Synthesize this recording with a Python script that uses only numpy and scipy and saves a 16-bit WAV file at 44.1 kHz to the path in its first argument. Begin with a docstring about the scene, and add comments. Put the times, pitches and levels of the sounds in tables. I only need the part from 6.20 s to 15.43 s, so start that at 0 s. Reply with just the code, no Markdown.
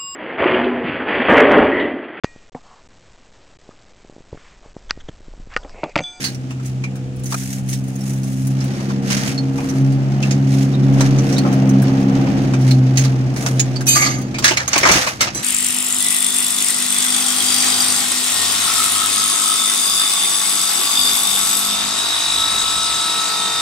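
"""Someone works with chain and steel tools under a car, close to a phone with two microphone openings.
From the start, air hisses, far traffic rumbles and a distant engine drones, while chain and cloth scrape
and links click and clank. A faint hoot sounds just before 1 s. The drone is loudest at 5-6 s. Near 7.7 s
a dragged steel tool sings. After 8.2 s the drone ducks suddenly under the loudest clanks, as the phone
turns its gain down; heavy steel thumps down, and a small dragged piece rings last."""
import sys
import numpy as np
from scipy import signal
from scipy.fft import rfft, irfft, next_fast_len
from scipy.io import wavfile
from scipy.ndimage import uniform_filter1d

SR = 44100
rng = np.random.default_rng(int(sys.argv[2]) if len(sys.argv) > 2 else 0)


def to_wav(s):
    """Save 16-bit WAV."""
    ch = np.atleast_2d(s).T  # columns
    pcm = np.round(np.clip(ch, -1, 1) * 32767)  # PCM
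    wavfile.write(sys.argv[1], SR, pcm.astype(np.int16))


N = 407043
PORT_LAG_S, ALIKE = 0.00025, .4  # a port is a microphone opening; ALIKE: how well near sounds match


def undb(db):
    """Turn decibels into a number to multiply by."""
    return 10 ** (np.asarray(db) / 20)


def unit(x):
    """Scale a signal to an average strength (rms) of 1."""
    return x / np.sqrt(np.mean(x ** 2))


def curves(table):
    """Join a table's points in time with straight lines, one curve per column."""
    times, *columns = np.transpose(table)
    return [np.interp(np.arange(N) / SR, times, column) for column in columns]


def spectrum_db(points, size):
    """Join (frequency, level) points into a level for every frequency of a transform."""
    hz, db = np.transpose(points)
    return np.interp(np.log(np.arange(size // 2 + 1) * SR / size + 1), np.log(hz + 1), db)


def colour(x, points):
    """Turn frequencies up or down, like an equaliser."""
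    size = next_fast_len(x.shape[-1])
    return irfft(rfft(x, size) * undb(spectrum_db(points, size)), size)[..., :x.shape[-1]]


def band(x, lo_hz, hi_hz):
    """Keep the sound between two frequencies."""
    return signal.sosfilt(signal.butter(3, [lo_hz, hi_hz], "band", fs=SR, output="sos"), x)


def wander(rate, size=N):
    """A smooth random curve that heads for a new value `rate` times a second."""
    held = np.repeat(rng.standard_normal(int(N / SR * rate) + 2), 8)
    smooth = 1.486 * uniform_filter1d(uniform_filter1d(held, size=8), size=8)
    return np.interp(np.linspace(0, N / SR * rate * 8, size), np.arange(len(held)), smooth)


def port_noise(size, alike, lag_s):
    """Noise at both ports: the right hears a shifted copy of the left, plus its own reflections."""
    direct, reflected = rng.standard_normal((2, size))
    shifted = np.roll(direct, int(lag_s * SR))
    return np.array([direct, alike * shifted + np.sqrt(1 - alike ** 2) * reflected])


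def stroke_db(start_s, rise_s, hold_s, rise_db, fall_db_s, sag_db_s=0):
    """The level of one movement: it climbs to 0 dB, holds or sags, then falls steadily."""
    t = np.arange(N) / SR - start_s
    climb = rise_db * np.clip(1 - t / rise_s, 0, 1)
    sag = sag_db_s * np.clip(t - rise_s, 0, hold_s)
    fall = fall_db_s * np.maximum(t - rise_s - hold_s, 0)
    return np.where(t < 0, -200, -climb - sag - fall)


# Tone colour of the outdoor air: (frequency [Hz], relative level [dB])
AIR_COLOUR = [(530, -27), (900, -10), (1090, -8), (1200, 1), (1940, -3), (2080, -7), (2430, 6),
              (4110, -3.5), (6330, -3), (6960, -1.5), (9500, -9), (12500, -28), (15700, -33)]


def air(level_db=-50.5):
    """A faint, steady outdoor hiss."""
    return unit(colour(port_noise(N, 0.16, PORT_LAG_S), AIR_COLOUR)) * undb(level_db)


# Tone colour of far traffic: (frequency [Hz], relative level [dB])
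TRAFFIC_COLOUR = [(18, -26), (30, -21), (50, -15), (65, 5), (110, 3), (160, -11), (300, -54)]


def traffic(level_db=-42):
    """Far traffic: a low, gently wavering rumble, the same at both ports."""
    return unit(colour(port_noise(N, 1.0, 0), TRAFFIC_COLOUR)) * undb(level_db + 0.9 * wander(3.4))


# Engine pitch; tone 2 is twice the firing rate, tone 3 three times: (time [s], pitch of tone 2 [Hz])
ENGINE_PITCH = [(0.0, 136.2), (0.13, 128.9), (4.25, 135.6), (6.26, 131.9), (6.35, 129.8), (8.04, 129.9),
                (8.2, 126.9)]
# Tones as heard: they waver through the air; the drop near 8.3 s is the phone turning its gain down:
# (time [s], tone 2 [dB], tone 3 [dB], tone 4 [dB])
ENGINE_TONES = [(0.0, -31.5, -36, -38), (0.36, -25.5, -40.5, -36.5), (1.0, -27.5, -32.5, -37),
                (2.29, -22, -28, -28), (2.49, -19.5, -28, -32.5), (2.57, -29, -27, -29),
                (2.93, -24, -22, -28.5), (3.24, -20, -31.5, -23), (3.47, -26.5, -27.5, -25.5),
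                (3.62, -13.5, -25.5, -19.5), (4.01, -15.5, -27.5, -36), (4.09, -12, -23.5, -24.5),
                (4.42, -15, -25, -18.5), (4.55, -18, -28, -28), (4.73, -12, -19.5, -15.5),
                (4.98, -10, -21, -22.5), (5.09, -19.5, -24, -23.5), (5.58, -12.5, -14.5, -16.5),
                (5.63, -12, -19, -33), (5.68, -16.5, -22, -20), (5.91, -15.5, -18.5, -17.5),
                (6.01, -14, -27, -22), (6.09, -23, -21.5, -21.5), (6.5, -10.5, -27, -22.5),
                (7.1, -17, -34, -26.5), (7.2, -24.5, -35, -35), (7.35, -15.5, -31, -30.5),
                (7.79, -23, -36, -33), (7.99, -22, -31, -27.5), (8.35, -35.5, -49, -41.5),
                (8.76, -34, -33, -38), (8.82, -40, -48, -46), (9.23, -39.5, -44, -50.5)]
# Weak extra tones from uneven cylinders: (pitch [times tone 2], level compared with the roar [dB])
CYLINDER_TONES = [(.25, -8.5), (.5, -10), (.625, -19.5), (.75, -23), (.875, -3.5), (1.125, 1.5), (1.25, -4),
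                  (1.375, -13.5), (1.625, 1), (1.75, -2.5), (1.875, -0.5), (2.125, 2), (2.25, -16),
                  (2.75, -3), (3, -24), (3.5, -5.5), (4, -23)]
# The roar as heard, with the same drop in the phone's gain written in: (time [s], level [dB])
ROAR_LEVEL = [(0.0, -42.5), (0.51, -43.5), (0.92, -44.5), (1.31, -44.5), (2.21, -40.5), (2.75, -35.5),
              (3.96, -35), (5.17, -28.5), (5.42, -29.5), (6.01, -28.5), (7.45, -35.5), (7.99, -35),
              (8.23, -36.5), (8.3, -48.5), (9.23, -45.5)]
# Tone colour of that roar: (frequency [Hz], relative level [dB])
ROAR_SPECTRUM = [(15, -48), (30, -32), (50, -42), (100, -28), (250, -15), (370, -15.5), (410, -27),
                 (520, -20.5), (800, -23), (950, -34), (3000, -41.5), (6000, -69.5)]


def engine(tone_boost_db=3):
    """Firing cylinders make a stack of low tones; exhaust and air add a broad roar."""
    step = 16  # low tones need only every 16th sample
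    opposite = np.array([[1], [-1]])  # plus on the left, minus on the right
    roar_db, = curves(ROAR_LEVEL)
    coarse_roar_db = roar_db[::step]
    hz = curves(ENGINE_PITCH)[0][::step]
    second_db, *upper_db = np.array(curves(ENGINE_TONES))[:, ::step] + tone_boost_db
    upper_db.append(coarse_roar_db - 1)  # tone 5 follows the roar
    size = len(hz)
    levels_db = [second_db] + [db + .8 * wander(4, size) for db in upper_db]
    turns = np.cumsum(hz * (1 + 0.0025 * wander(15, size))) * step / SR
    tones = [(1 + k / 2, db + 1.69 * wander(9, size), .4) for k, db in enumerate(levels_db)]
    for multiple, db in CYLINDER_TONES:
        tones.append((multiple, coarse_roar_db + db + 2.92 * wander(6, size), 1.5))
    hum = 0
    for multiple, db, drift_rad in tones:
        apart = .16 * wander(3, size) * opposite  # the ports drift slightly out of step
        phase = 2 * np.pi * multiple * turns + drift_rad * wander(6, size) + apart
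        hum = hum + undb(db) * np.sin(phase)
    hum = signal.resample_poly(hum, step, 1, axis=1)[:, :N]
    shared, side = colour(rng.standard_normal((2, N)), ROAR_SPECTRUM)
    # long waves reach both ports alike
    side = colour(side, [(40, -13), (250, -5.5), (500, -13.5), (1000, 1), (16000, -1.5)])
    roar = (shared + side * opposite) / np.std(band(shared, 312, 1350))
    return hum + roar * undb(roar_db + 1.14 * wander(9))


# Scrapes of chain and cloth: (start [s], rise [s], hold [s], middle [dB], lows [dB], highs [dB])
SCRAPE_STROKES = [(0.0, 0.004, 0.045, -31, -49, -37), (0.396, 0.056, 0.04, -48, -61, -53),
                  (1.055, 0.065, 0.22, -38, -66, -35.5), (1.45, 0.048, 0.036, -39.5, -58, -38.5),
                  (1.606, 0.073, 0.13, -50, -60, -49.5), (1.794, 0.071, 0.067, -41.5, -55, -39.5),
                  (1.978, 0.057, 0.25, -46.5, -61, -44.5), (2.32, 0.092, 0.3, -41, -45, -52),
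                  (2.822, .1, .16, -28, -34.5, -37.5), (3.292, .1, 0.17, -40.5, -41, -46),
                  (3.994, 0.068, .04, -35.5, -41, -47.5), (4.247, 0.097, .08, -34.5, -58, -42),
                  (4.738, 0.072, .05, -32, -31, -44), (4.945, .1, 0.14, -37, -47, -45.5),
                  (6.407, 0.068, 0.036, -39, -41, -45.5), (6.742, .05, 0.026, -30.5, -39, -40),
                  (7.139, 0.095, .05, -32, -37, -35.5), (7.365, .03, .02, -32.5, -50, -46),
                  (7.657, .02, .03, -29, -48, -27), (7.724, 0.043, .11, -24.5, -31.5, -40),
                  (8.223, 0.036, .02, -18.5, -28, -33), (8.33, 0.044, 0.046, -31, -31, -46),
                  (8.474, 0.066, .05, -23.5, -28, -37), (8.6, .1, 0.052, -14, -19.5, -26),
                  (8.759, 0.029, 0.091, -21, -26.5, -31), (8.993, 0.029, .02, -21.5, -26.5, -43),
                  (9.125, .03, 0.064, -34, -36.5, -42)]
# Tone colour of the rubbing: (frequency [Hz], relative level [dB])
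SCRAPE_COLOUR = [(240, -41), (400, -21), (504, -9.5), (578, -12), (798, -10.5), (975, -15.5), (1620, -6.5),
                 (2100, -6), (2600, -9), (3430, -12), (6150, -10), (11900, -23.5), (15700, -34.5)]


def scrapes(slips_per_s=300, slip_tail_s=.004):
    """Chain and cloth rub in many tiny, uneven slips, over a hiss that follows the roar's level."""
    hiss_db = curves(ROAR_LEVEL) + np.array([[-9.5], [-11], [-26]])  # middle, lows, highs
    power = undb(hiss_db) ** 2
    for start_s, rise_s, hold_s, *bands_db in SCRAPE_STROKES:
        swell_db = stroke_db(start_s, rise_s, hold_s, rise_db=14, fall_db_s=167)
        power = power + undb(np.array(bands_db)[:, None] + swell_db) ** 2
    middle, lows, highs = np.sqrt(power)
    slipping = rng.random(N) < slips_per_s / SR
    slips = slipping * undb(np.minimum(3.0 * rng.exponential(size=N), 10.5))
    smeared = signal.lfilter([1], [1, -np.exp(-1 / (slip_tail_s * SR))], slips)
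    grain = unit(.75 + unit(smeared))
    noise = colour(port_noise(N, ALIKE, lag_s=-3e-4), SCRAPE_COLOUR)  # reaches the right port first
    return (lows * unit(band(noise, 468, 1254))
            + middle * grain * unit(band(noise, 1630, 6260))
            + highs * grain * unit(band(noise, 7840, 22000)))


# Hits of links and tools, plus light cloth ticks between 1 and 2.1 s; lows, highs and ring are relative, and
# decay is the main crack's 60 dB fall: # (time [s], rough peak [dB], ring pitch [Hz], lows [dB], highs [dB],
# decay [s], ring [dB])
HITS = [(0.0403, -12.5, 4380, -17, -14.5, 0.21, -3), (0.1456, -29, 5780, -16, -15, .045, -6),
        (0.3062, -27.5, 2620, -2, -16, 0.11, -7), (0.398, -32, 1550, 1, -24, .06, -9),
        (0.4559, -29, 6660, -22, -5, 0.13, -7), (0.6379, -24, 2360, -5, -21, 0.067, 8),
        (0.9602, -39, 7000, -19, 2, .05, -14), (0.9944, -38, 7000, -19, -2, .05, -11),
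        (1.0355, -27.5, 7060, -19, -4, 0.049, 0), (1.0575, -24, 6300, -20, -4, 0.059, 0),
        (1.1079, -24, 5910, -15, 0, .06, -7), (1.1228, -15.5, 1150, -11, -16, .03, -2),
        (1.1418, -14, 1250, -8, -11, 0.021, -1), (1.487, -24, 6380, -26, -4, .18, -3),
        (1.5289, -18.5, 6200, -36, -10, 0.1, -12), (1.638, -36, 6500, -19, -5, .04, -6),
        (1.68, -33, 6500, -19, -1, .04, -6), (1.7554, -30.5, 6570, -19, -1, .041, -1),
        (1.8073, -30, 5500, -17, -4, .043, -1), (1.9325, -29, 6150, -20, -3, 0.04, -4),
        (2.0324, -28, 6330, -24, -8, .08, -5), (2.12, -34, 6300, -20, -3, .05, -6),
        (2.2692, -21, 6700, -8, 2, .034, -12), (2.4044, -25.5, 5230, -13, -22, .043, -4),
        (2.4402, -26.5, 1520, -8, -8, .08, -14), (2.5983, -27, 2140, 5, -24, .067, -13),
        (2.6994, -19, 1560, 3, -26, 0.055, -10), (2.9023, -12.5, 2900, -9, -18, 0.091, -8),
        (2.9194, -13.5, 6070, -22, -18, 0.043, -7), (2.9672, -16, 6060, -21, -18, 0.16, -16),
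        (3.0744, -20.5, 2580, -14, -15, 0.19, -5), (3.1782, -27, 4330, -24, -33, 0.062, 12),
        (3.3837, -20, 2400, 8, -21, 0.16, -6), (3.4945, -24.5, 6030, -11, -15, 0.035, 0),
        (4.0262, -17.5, 2640, -27, -31, 0.062, 3.5), (4.1081, -14.5, 6400, -33, -25, .089, -16),
        (4.5376, -27.5, 3780, 6, -28, .075, 2.5), (4.8065, -8.5, 1550, -11, -21.5, .07, -16),
        (4.9851, -21.5, 6100, -17, -22, 0.062, -2), (5.1248, -19.5, 5770, -20, -17, .096, -4),
        (5.1644, -24, 3800, -4, -24, .055, 6), (5.1814, -15, 4340, -27, -16, 0.041, 0.5),
        (5.2505, -13.5, 1700, 17, -27, 0.14, -14), (5.3263, -22.5, 1630, -11, -12, .053, -4),
        (5.4919, -23.5, 6100, -9, -9, .05, -3), (5.6194, -21.5, 1600, -10, -3, 0.065, -3),
        (6.0671, -20.5, 2330, 4, -33, .061, -11), (6.336, -16.5, 2344, 0, -25, .06, -11),
        (6.5091, -16.5, 4260, -20, -16, .06, 1), (6.7725, -9, 6450, -45.5, -18, 0.1, -3),
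        (6.8478, -16, 3950, -13, -23, 0.069, -10), (7.1621, -19, 2010, -3, -15, 0.11, -12),
        (7.2619, -8.5, 1520, -12.5, -21, 0.054, -11), (7.3951, -5.5, 6880, -51, -19, 0.052, 2),
        (7.5602, -21.5, 4590, -10, -23, 0.057, 6.5), (7.6076, -21, 1530, -14, -13, 0.073, -3),
        (7.667, -12, 5900, -21, -2, .1, 1), (7.7564, -8.5, 6450, -12, -15, 0.14, -20),
        (7.8194, -10, 2260, -12, -18, 0.081, 3.5), (7.8594, -13.5, 4430, -8, -27, .079, 0),
        (7.9844, -30, 6500, -9, -6, .06, -6), (8.0144, -28.5, 6500, -10, -5, .05, -6),
        (8.1429, -21, 2340, -8, -26, 0.15, 3.5), (8.1844, -13, 4470, -10.5, -17, 0.079, -14),
        (8.2222, -19, 7050, 7, -22, .066, -8), (8.2427, 2, 1730, -19.5, -22, 0.11, -6),
        (8.2794, -1.5, 1710, -20, -26, 0.081, -8), (8.3094, -6.5, 2770, -1.5, -22, 0.1, -6),
        (8.3709, -5, 2300, -15, -23, .055, -3.5), (8.3994, -15, 1700, -11, -34, 0.1, -0.5),
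        (8.4781, -10, 6470, -12, -13, .036, 0), (8.5315, -2.5, 1592, -20, -30, .078, -14),
        (8.5574, -3.5, 2350, 3, -22, .09, -5), (8.5784, -4, 2200, -35, -12, 0.058, -10),
        (8.6313, -4.5, 2150, -6, -33, 0.091, 3), (8.6527, 0.5, 1546, -1, -32, 0.12, -3.5),
        (8.6901, -1.5, 2240, -3, -27, 0.094, -1), (8.7144, -2.5, 6300, -11, -16, 0.14, -13),
        (8.7594, -7, 2642, -9, -14, .09, -5), (8.8694, -10, 2410, -3, -16, 0.055, -2),
        (9.0074, -1, 6505, -15, -18, 0.14, -31), (9.0713, -13.5, 2650, 3, -36, 0.07, -4.5),
        (9.1466, -19.5, 6070, -14, -7, .055, -1)]
# Tone colour of struck metal: (frequency [Hz], relative level [dB])
METAL_COLOUR = [(120, -53), (200, -17), (278, -11), (360, -2.5), (424, -18.5), (558, -5.5), (883, -9),
                (986, -5.5), (2250, -1.5), (3370, -6.5), (6280, -1), (14600, -34), (16000, -23)]


def clanks(tick_count=22, rattle_s=0.0078, ring_width_hz=166):
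    """Struck steel rattles and dies away: a crack of many close notes, and one link ringing longer."""
    size = 4096
    out = np.zeros((2, N + size))
    t, hz = np.arange(size) / SR, np.arange(size // 2 + 1) * SR / size
    metal_db = spectrum_db(METAL_COLOUR, size)
    attack = 1 - np.exp(-t / 0.00017)
    soft_end = np.cos(np.pi / 2 * np.arange(size) / size)
    # slack links add faint ticks at random times
    ticks = [(when * N / SR, -32 + 7 * (2 * force - 1), 1500 * 4.5 ** pitch, -14, -11, 0.11, -7)
             for when, force, pitch in rng.random((tick_count, 3))]
    for start_s, peak_db, ring_hz, lows_db, highs_db, decay_s, ring_db in HITS + ticks:
        tilt_db = np.interp(np.log(hz + 1), np.log([400, 1100, 1900, 7000, 9500]),
                            [lows_db + 15.0, lows_db + 16.5, 0, 0, highs_db + 23.5])
        noise = rfft(port_noise(size, ALIKE, PORT_LAG_S))
        notes_db = 3.5 * unit(uniform_filter1d(rng.standard_normal(len(hz)), size=12))  # new each hit
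        crack = unit(irfft(noise * undb(metal_db + tilt_db + notes_db)))
        width_hz = ring_width_hz * undb(-0.6 * ring_db)  # a stronger ring is purer
        ring = unit(irfft(noise / (1 + ((hz - ring_hz) / width_hz) ** 2)))
        fade = np.exp(-np.log(1000) * np.maximum(t - rattle_s, 0) / decay_s)
        echo = undb(-14.5) * fade ** .3  # the car body and ground answer briefly
        hit = crack * (fade + echo) + undb(ring_db) * ring * fade ** 0.51
        gain = undb(peak_db - 10.5)  # a crack peaks at about three times its average strength
        start = int(start_s * SR)
        out[:, start:start + size] += gain * hit * attack * soft_end
    return out[:, :N]


def hoot(start_s=.68, end_s=1.1, hz=500, level_db=-42):
    """A faint, steady tone far off."""
    t = np.arange(N) / SR
    swell = np.interp(t, [start_s, start_s + 0.06, end_s - .05, end_s], [0, 1, 1, 0])
    return undb(level_db) * swell * np.sin(2 * np.pi * hz * t)


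def drag(notes, start_s, hold_s, gain_db, sag_db_s, decay_s, touch_s=7.757, bumps_per_s=600):
    """Steel slides over steel: tiny bumps set each of its natural notes ringing; the hand damps them."""
    start = int(start_s * SR)
    end = min(start + SR // 2, N)
    size = end - start
    pull_db = stroke_db(start_s, 0.023, hold_s, rise_db=25, fall_db_s=139, sag_db_s=sag_db_s)[start:end]
    lifted = np.arange(start, end) < touch_s * SR  # until the tool's end touches down
    out = np.zeros((2, N))
    for hz, db in notes:
        ring_s, change_db = decay_s, 0
        if hz < 2400:  # low notes swell at the touch; the ground keeps them short
            ring_s, change_db = .4 * decay_s, np.where(lifted, -18, 4)
        elif hz < 4200:  # the touch muffles middle notes
            change_db = np.where(lifted, 4, -8)
        elif hz > 7000:  # the highest notes die faster
            change_db = -52 * np.arange(size) / SR
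        bumps = (rng.random(size) < bumps_per_s / SR) * rng.standard_normal(size)
        pole = np.exp(2j * np.pi * hz / SR - np.log(1000) / (ring_s * SR))
        ringing = signal.lfilter([1], [1, -pole], bumps)
        evened = ringing / uniform_filter1d(np.abs(ringing), size=SR // 8)
        port_phase = np.exp(2j * np.pi * rng.random((2, 1)))  # each port meets the wave at its own point
        out[:, start:end] += np.imag(evened * port_phase) * undb(db + gain_db + pull_db + change_db)
    return out


# Natural notes of the long steel tool: (frequency [Hz], relative level [dB])
LONG_TOOL_NOTES = [(1206, -31.5), (1707, -38), (2024, -38), (2175, -33), (2503, -38.5), (3036, -37.5),
                   (3650, -46), (4005, -40.5), (4619, -31), (5270, -57), (5609, -56), (5959, -39),
                   (6250, -41), (6358, -28), (6525, -33), (6912, -29), (7634, -24.5), (8080, -51),
                   (8796, -33), (8974, -51), (9286, -39), (9760, -42), (10471, -56), (11396, -35),
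                   (11596, -36), (12274, -38), (13684, -52), (13851, -52), (14309, -52), (15138, -46)]
# Natural notes of the small steel piece: (frequency [Hz], relative level [dB])
SMALL_PIECE_NOTES = [(4016, -40), (4953, -52), (6008, -41), (7660, -38.5), (9028, -49), (10164, -48),
                     (11197, -68), (11983, -66)]


def dragged_tools():
    """The long tool sings as it is dragged; later the small piece does."""
    tool = drag(LONG_TOOL_NOTES, start_s=7.66, hold_s=0.17, gain_db=11.2, sag_db_s=29, decay_s=0.27)
    piece = drag(SMALL_PIECE_NOTES, start_s=9.135, hold_s=0.023, gain_db=12.8, sag_db_s=20, decay_s=0.15)
    return tool + piece


# Heavy steel being set down: (time [s], level [dB], time to fall 60 dB [s])
THUMP_HITS = [(8.32, -30, .15), (8.6, -30, .12), (8.7, -19, 0.22), (8.745, -22.5, 0.18), (9.01, -29, 0.14),
              (9.15, -27.5, 0.17)]
# Tone colour of a thump: (frequency [Hz], relative level [dB])
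THUMP_COLOUR = [(30, -15), (80, -2), (200, 0), (370, -2), (600, -9), (1500, -45)]


def thumps():
    """Heavy steel lands with dull, low bursts, the same at both ports."""
    noise = unit(colour(rng.standard_normal(N), THUMP_COLOUR))
    return noise * sum(undb(db + stroke_db(start_s, 0.012, 0, rise_db=15, fall_db_s=60 / decay_s))
                       for start_s, db, decay_s in THUMP_HITS)


# How unevenly the ports hear near sounds: (frequency [Hz], left minus right [dB])
PORT_BALANCE = [(300, 3.5), (700, -1), (1300, 5), (2400, -1.5), (4400, -6), (6500, -9), (8500, 10),
                (12000, 7.5), (15000, 2)]


def scene():
    """Near metal, coloured differently at each port, with the far sounds and air around it."""
    near = scrapes() + clanks() + dragged_tools()
    hz, lean_db = np.transpose(PORT_BALANCE)
    left = colour(near[0], np.c_[hz, lean_db / 2])
    right = colour(near[1], np.c_[hz, -lean_db / 2])
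    return np.array([left, right]) + air() + traffic() + thumps() + engine() + hoot()


# The port's own resonance: (frequency [Hz], boost [dB])
PORT_RESONANCE = [(20, 0), (13000, 0), (14500, 8.5), (15200, 6), (15700, 3), (22050, -4)]


def record(dry, top_hz=15700):
    """The port lifts the highest treble; the phone rounds off loud peaks and cuts the very top."""
    bright = colour(dry, PORT_RESONANCE)
    rounded = bright / (1 + bright ** 4) ** .25
    return signal.sosfilt(signal.ellip(10, .2, 90, top_hz, fs=SR, output="sos"), rounded)


dry = scene()
out = record(dry)
to_wav(out)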